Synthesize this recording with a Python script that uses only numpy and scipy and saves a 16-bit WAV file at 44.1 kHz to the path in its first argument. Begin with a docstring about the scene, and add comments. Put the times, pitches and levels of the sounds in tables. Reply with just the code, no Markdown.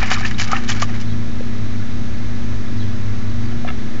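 """Hands splash in a plastic bucket of water on a lawn: slaps, spray, sloshing and plops fill the first
second and trail off in drips. The water is built from ringing bubbles and clicks, coloured by the bucket.
A dull bump follows; later a hollow plastic toy is picked up, its shell ringing with knocks and a rub.
Underneath, a distant engine and a fan unit hum as wavering sines, in a bed of outdoor hiss,
traffic rumble, light wind and a faint bird."""
import sys
import numpy as np
from scipy import signal
from scipy.fft import rfft, irfft
from scipy.io import wavfile

SR = 44100
rng = np.random.default_rng(int(sys.argv[2]) if len(sys.argv) > 2 else 0)


def file_out(sig):
    """Save sig as 16-bit WAV at sys.argv[1]."""
    # one column per channel
    cols = np.atleast_2d(sig).T
    # limit, then scale
    lim = np.clip(cols, -1, 1)
    pcm = np.round(lim * 32767).astype(np.int16)
    wavfile.write(sys.argv[1], SR, pcm)


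N = 176400
T = np.arange(N) / SR
CUTOFF_HZ, DC_OFFSET = 7350, -.3056

# tone of the outdoor hiss: (frequency [Hz], level [dB])
HISS_COLOUR = [(280, -37.5), (480, -4.5), (610, -3.5), (741, -6), (831, -7), (900, -8), (1030, -8),
               (1270, -5), (1630, -8), (1690, -1.5), (1790, -7.5), (2000, -6.5), (2920, -14), (3890, -12),
               (4610, -16.5), (6210, -16), (7370, -26), (9580, -57.5), (16200, -120)]
# tone of the traffic rumble: (frequency [Hz], level [dB])
RUMBLE_COLOUR = [(20, -3), (40, -2.5), (55, -3.5), (70, 2.5), (88, 0), (120, -1.5), (150, -4.5), (200, -9),
                 (250, -10), (295, -8.5), (400, -17), (600, -34.5)]
HISS_DB, HISS_LOW_CUT_HZ, RUMBLE_DB = -39, 494, -29.5
# puffs of wind on the microphone: (start [s], length [s], level [dB])
WIND_PUFFS = [(0.0, .02, -27), (.29, .03, -31), (2.41, .04, -28), (2.55, .03, -24)]
# tone of the puffs: (frequency [Hz], level [dB])
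WIND_COLOUR = [(20, -8), (55, 10.5), (85, -12), (150, -30), (400, -48.5)]

# the engine's ride: (time [s], firing rate [Hz], level of the low orders [dB])
ENGINE_RIDE = [(0.0, 102.7, -36), (0.15, 102.8, -23.5), (0.68, 104.2, -30.5), (0.7, 104.2, -22.5),
               (1.57, 102.9, -28.5), (2.93, 103.0, -23.5), (2.96, 103.0, -34), (3.09, 101.3, -23),
               (3.21, 103.8, -25), (3.49, 104.3, -23.5), (3.9, 104.2, -39.5), (4.0, 104.3, -32)]
# its partials: (multiple of the firing rate, relative level [dB])
ENGINE_PARTIALS = [(.5, -11.5), (1, -2), (2, -10), (3, -21), (4, -24.5)]
ENGINE_OVERTONE_DB = -27  # the overtones sit here while the low orders swell and fade
# the fan's tones: (frequency [Hz], level [dB])
FAN_TONES = [(236, -32), (354, -46), (472, -56.5), (565, -55)]

# bird notes: (start [s], length [s], start pitch [Hz], end pitch [Hz], level [dB])
BIRD_NOTES = [(1.06, .075, 4150, 3750, -45), (1.09, .055, 3500, 3200, -47), (2.755, .04, 5000, 4700, -50),
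              (2.77, .075, 4020, 3920, -44.5), (2.805, .045, 3350, 3200, -45), (3.43, .05, 4700, 4550, -51),
              (3.5, .04, 3200, 2900, -48)]
BIRD_BLUR_HZ = 120
THUD_S, THUD_HZ, THUD_DB, THUD_T60_S, THUD_TICK_DB = 1.4072, 500, -19, .027, -10

# hits on the toy: (time [s], level [dB], contact brightness [Hz])
TOY_KNOCKS = [(3.523, -23, 700), (3.6476, -6, 520), (3.669, -22, 799.5), (3.678, -21, 2600),
              (3.686, -21, 3600), (3.6882, -17, 2800), (3.7035, -19.5, 2600)]
# resonances of its shell: (frequency [Hz], level [dB], t60 [s])
TOY_MODES = [(728, -4, 0.042), (1330, -9.5, .028), (1710, -5, 0.014), (2160, -3.5, 0.0096),
             (2730, -6.5, 0.013), (3430, -9, 0.014), (4640, -15.5, .012)]
TOY_LOW_CUT_HZ = 700
RUB_S, RUB_LENGTH_S, RUB_DB, RUB_SLIPS_PER_S, RUB_TOP_HZ = 3.675, .018, -29, 2400, 2980

# resonances of the bucket: (frequency [Hz], level [dB], t60 [s])
BUCKET_MODES = [(762, -2.5, .045), (1240, -5.5, 0.033), (1749, 0.5, 0.033), (2282, -2, 0.045),
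                (2966, 2.5, 0.018), (3760, -6.5, .03), (4910, -10, .03)]
WATER_LOW_CUT_HZ = 686
# how hard the water churns: (time [s], relative level [dB])
SLOSH_RIDE = [(0, -29.5), (.028, -22), (.045, -30), (.075, -31.5), (.108, -27.5), (.12, -20), (.148, -27),
              (.17, -29.5), (.225, -34.5), (.26, -29), (.29, -43), (.318, -37), (.335, -42.5), (.375, -45),
              (.41, -31.5), (.445, -34), (.51, -30.5), (.545, -28.5), (.572, -29), (.605, -38),
              (.67, -39.5), (.698, -25.5), (.735, -38), (.77, -33), (.795, -38), (.835, -34), (.865, -48.5),
              (.89, -33.5), (.925, -45.5), (.955, -27), (1.03, -46)]
# tone of its bubbles: (frequency [Hz], level [dB])
SLOSH_COLOUR = [(400, -37), (600, -18.5), (760, 1.5), (930, -4.5), (1200, 3), (1800, 3), (2400, 2.5),
                (3200, -12), (5000, -11.5), (7500, -17.5)]
SLOSH_TRIM_DB, SLOSH_END_S, BUBBLES_PER_S, BUBBLE_CYCLES = -1, .93, 2600, 25
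# sheets of spray: (start [s], length [s], level [dB])
SPRAY_SHEETS = [(0.0, .008, -35.5), (0.023, 0.0059, -35.5), (0.056, 0.012, -31.5), (0.1026, .003, -23),
                (.116, 0.03, -26), (0.181, 0.037, -37), (0.247, 0.035, -31), (0.308, .007, -35),
                (0.381, .008, -28.5), (0.395, 0.0035, -20.5), (0.409, 0.013, -22), (0.43, 0.015, -33),
                (0.473, .006, -36), (0.513, 0.0047, -26), (0.564, 0.019, -38), (.636, .012, -40),
                (0.677, .01, -33), (0.687, 0.016, -23), (0.713, .012, -28.5), (0.747, 0.031, -38.5),
                (0.795, 0.015, -33), (0.817, 0.0066, -21.5), (0.879, .012, -49), (0.941, 0.018, -43),
                (1, .022, -38.5)]
# tone of the drops: (frequency [Hz], level [dB])
DROP_COLOUR = [(400, -24), (750, -24.5), (1200, -7.5), (2200, 5.5), (3200, -4.5), (4200, 2.5), (5000, 1),
               (6400, 1.5), (7500, -11.5)]
DROPS_PER_S, DROP_CYCLES = 5000, 13
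# big ringing bubbles: (time [s], pitch [Hz], level [dB], t60 [s])
AIR_POCKETS = [(.016, 1790, -20, 0.067), (.022, 2360, -21, .05), (.029, 756, -15.5, 0.042),
               (.034, 2300, -18.5, .035), (.1155, 743, -16.5, 0.034), (.144, 2300, -13.5, 0.023),
               (.1725, 1180, -17, 0.03), (.208, 760, -27, 0.057), (.231, 1715, -19, 0.046),
               (.2484, 1770, -12, 0.046), (.254, 2600, -15, 0.022), (.312, 1910, -20, 0.022),
               (.345, 3770, -27, .03), (.520, 1180, -12, 0.025), (.5317, 1280, -6, 0.033),
               (.5316, 787, -12.5, 0.049), (.555, 1800, -15.5, .045), (.566, 2730, -13, .015),
               (.718, 3260, -17.5, 0.026), (.8225, 678.5, -18.5, 0.034), (.8265, 1165, -10, 0.042)]
PLOP_RISE_PER_S, PLOP_ATTACK_S = 1, .00011  # the rise is a share of the starting pitch
# palm hits on the water: (time [s], relative level [dB])
PALM_SLAPS = [(.035, -22), (.1152, -3), (0.256, -19), (0.3127, -18), (0.387, -24), (.3995, -12.5),
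              (.5317, -16.5), (.566, -15), (.695, -11), (.7192, -14.5), (0.8221, -10.5)]
SLAP_CRACK_DB, SLAP_RING_DB, SMACK_HZ, SMACK_T60_S = 9, -13, 1930, .00092


def from_db(db):
    """Decibels to gain."""
    return 10 ** (np.asarray(db) / 20)


def rms_one(x):
    """Scale to rms 1."""
    return x / np.sqrt(np.mean(x ** 2) + 1e-20)


def at_hz(colour, hz):
    """Read a tone curve in dB on a log-frequency axis."""
    freqs, db = np.transpose(colour)
    return np.interp(np.log(hz + 1e-3), np.log(freqs), db)


def noise(colour):
    """Noise shaped by a tone curve, rms 1."""
    gains = from_db(at_hz(colour, np.arange(N // 2 + 1) * SR / N))
    return rms_one(irfft(rfft(rng.standard_normal(N)) * gains, N))


def drift(hz):
    """Smooth random modulation up to about hz, spread 1."""
    step, run_in = 40, 2000
    pole = np.exp(-2 * np.pi * hz * step / SR)
    white = rng.standard_normal(N // step + run_in + 2)
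    slow = signal.lfilter([1], [1, -2 * pole, pole * pole], white)[run_in:]
    return np.interp(np.arange(N) / step, np.arange(len(slow)), rms_one(slow))


def cut(x, hz, kind, order=2):
    """Butterworth low- or high-pass."""
    return signal.sosfilt(signal.butter(order, hz, kind, fs=SR, output="sos"), x + 1e-18)


def ring(clicks, hz, t60):
    """A unit click sets a sine of height 1 ringing."""
    pole, angle = np.exp(-np.log(1000) / (t60 * SR)), 2 * np.pi * hz / SR
    return signal.lfilter([0, np.sin(angle)], [1, -2 * pole * np.cos(angle), pole ** 2], clicks + 1e-18)


def body(clicks, modes):
    """Clicks ring all modes of an object."""
    return sum(from_db(db) * ring(clicks, hz, t60) for hz, db, t60 in modes)


def click(s, db):
    """One impulse."""
    return from_db(db) * (np.arange(N) == int(s * SR))


def burst(s, length, attack, release):
    """Envelope with attack, hold and exponential release, all in seconds."""
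    return np.clip((T - s) / attack + .5, 0, 1) * np.exp(-np.maximum(T - s - length, 0) / release)


def patter(per_s, spread_db):
    """Random clicks of uneven size."""
    hits = rng.random(N) < per_s / SR
    sizes = from_db(spread_db * np.minimum(rng.exponential(1, N), 3))
    return hits * sizes * rng.choice([-1, 1], N)


def outdoors():
    """The bed: even hiss, low traffic rumble and puffs of wind."""
    hiss = cut(noise(HISS_COLOUR), HISS_LOW_CUT_HZ, "high", order=4)
    hiss = rms_one(cut(hiss, CUTOFF_HZ, "low", order=6))
    rumble = noise(RUMBLE_COLOUR + [(2000, -81)])
    puffs = sum(from_db(db) * burst(s, length, attack=.02, release=.02) for s, length, db in WIND_PUFFS)
    return from_db(HISS_DB) * hiss + from_db(RUMBLE_DB) * rumble + puffs * noise(WIND_COLOUR)


def hum(hz, db, waver_db, waver_hz):
    """One machine tone that wavers on its way through the air."""
    level = from_db(db + waver_db * drift(4.2))
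    cycles = np.cumsum(hz + waver_hz * drift(5.48)) / SR + rng.random()
    return np.sqrt(2) * level * np.sin(2 * np.pi * cycles)


def engine():
    """A far engine hunts around its speed, its partials locked to the firing rate."""
    times, rates, levels = np.transpose(ENGINE_RIDE)
    firing_hz, low_db = np.interp(T, times, rates), np.interp(T, times, levels)
    out = 0
    for multiple, db in ENGINE_PARTIALS:
        base_db = low_db if multiple <= 1 else ENGINE_OVERTONE_DB
        out += hum(firing_hz * multiple, base_db + db, waver_db=2, waver_hz=.67)
    return out


def fan():
    """A fan unit drones at a steady speed."""
    return sum(hum(hz, db, waver_db=1.77, waver_hz=.5) for hz, db in FAN_TONES)


def bird():
    """Short falling notes, blurred by distance."""
    out = 0
    for s, length, start_hz, end_hz, db in BIRD_NOTES:
        along = np.clip((T - s) / length, 0, 1)
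        phase = 2 * np.pi * np.cumsum(start_hz + (end_hz - start_hz) * along) / SR
        blurred = drift(BIRD_BLUR_HZ) * np.sin(phase) + drift(BIRD_BLUR_HZ) * np.cos(phase)
        out += from_db(db) * np.sin(np.pi * along) * blurred
    return out


def thud():
    """A soft, dull bump with a faint tick of contact."""
    tick = cut(click(THUD_S, THUD_TICK_DB), 2000, "low", order=1)
    return ring(click(THUD_S, THUD_DB), THUD_HZ, THUD_T60_S) + tick


def toy():
    """Knocks and tiny slips in the hands ring a hollow plastic shell."""
    knocks = sum(cut(click(s, db), hz, "low") for s, db, hz in TOY_KNOCKS)
    slips = patter(RUB_SLIPS_PER_S, spread_db=-.5) * burst(RUB_S, RUB_LENGTH_S, .006, .0073)
    rub = from_db(RUB_DB) * cut(cut(slips, 1450, "high", order=1), RUB_TOP_HZ, "low")
    return cut(body(knocks + rub, TOY_MODES), TOY_LOW_CUT_HZ, "high", order=3)


def bubble_cloud(level, per_s, cycles, colour, spread_db):
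    """Random bubbles, each ringing some cycles at its own pitch; the rms follows the level."""
    pitches = np.geomspace(520, 7600, 56)
    clicks, pitch_index = patter(per_s, spread_db), rng.integers(0, len(pitches), N)
    out, power = 0, 0
    for k, hz in enumerate(pitches):
        pops = clicks * (pitch_index == k)
        gain, t60 = from_db(at_hz(colour, hz)) * hz, cycles / hz
        out += gain * ring(pops * level, hz, t60)
        power += gain ** 2 * np.mean(pops ** 2) * t60 * SR / (4 * np.log(1000))
    return out / np.sqrt(power)


def in_bucket(x, ring_db):
    """A sound plus the ringing that it sets off in the bucket."""
    ringing = 0
    for hz, db, t60 in BUCKET_MODES:
        q = np.pi * hz * t60 / np.log(1000)
        ringing += from_db(db) * signal.lfilter(*signal.iirpeak(hz, q, fs=SR), x)
    return x + from_db(ring_db) * np.std(x) * rms_one(ringing)


def sloshing():
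    """Stirred water folds in small bubbles, coloured by the bucket, until the hands leave it."""
    ride_db = SLOSH_TRIM_DB + np.interp(T, *np.transpose(SLOSH_RIDE))
    level = from_db(ride_db) * burst(0, SLOSH_END_S, attack=.004, release=.04)
    bubbles = bubble_cloud(level, BUBBLES_PER_S, BUBBLE_CYCLES, SLOSH_COLOUR, spread_db=2.5)
    return in_bucket(bubbles, ring_db=-8)


def spray():
    """Each stroke throws a sheet of fine drops, which also sets the bucket ringing."""
    power = sum((from_db(db) * burst(s, length, attack=.002, release=.01)) ** 2
                for s, length, db in SPRAY_SHEETS)
    drops = bubble_cloud(np.sqrt(power), DROPS_PER_S, DROP_CYCLES, DROP_COLOUR, spread_db=2.8)
    return in_bucket(drops, ring_db=-12)


def plops():
    """Trapped air rings as a dying sine that bends slightly upward."""
    out = np.zeros(N)
    t = T[:SR // 10]
    for s, hz, db, t60 in AIR_POCKETS:
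        tone = np.sin(2 * np.pi * hz * t * (1 + PLOP_RISE_PER_S * t / 2))
        envelope = np.exp(-np.log(1000) * t / t60) * (1 - np.exp(-t / PLOP_ATTACK_S))
        out[int(s * SR):][:len(t)] += from_db(db) * tone * envelope
    return out


def slaps():
    """A palm hits the surface: a crack, a short smack and the ring of the bucket."""
    hits = sum(click(s, db) for s, db in PALM_SLAPS)
    smack = ring(hits, SMACK_HZ, SMACK_T60_S)
    return from_db(SLAP_CRACK_DB) * hits + smack + from_db(SLAP_RING_DB) * body(hits, BUCKET_MODES)


def scene():
    """Mono mix of water, toy and garden; the small bucket radiates little bass."""
    water = cut(sloshing() + spray() + slaps(), WATER_LOW_CUT_HZ, "high", order=4) + plops()
    return (water + toy() + thud() + bird() + engine() + fan() + outdoors())[None]


def record(dry):
    """The top is cut steeply and the mix sits on a constant offset."""
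    high_cut = signal.ellip(10, .2, 80, CUTOFF_HZ, fs=SR, output="sos")
    return signal.sosfilt(high_cut, dry) + DC_OFFSET


dry = scene()
out = record(dry)
file_out(out)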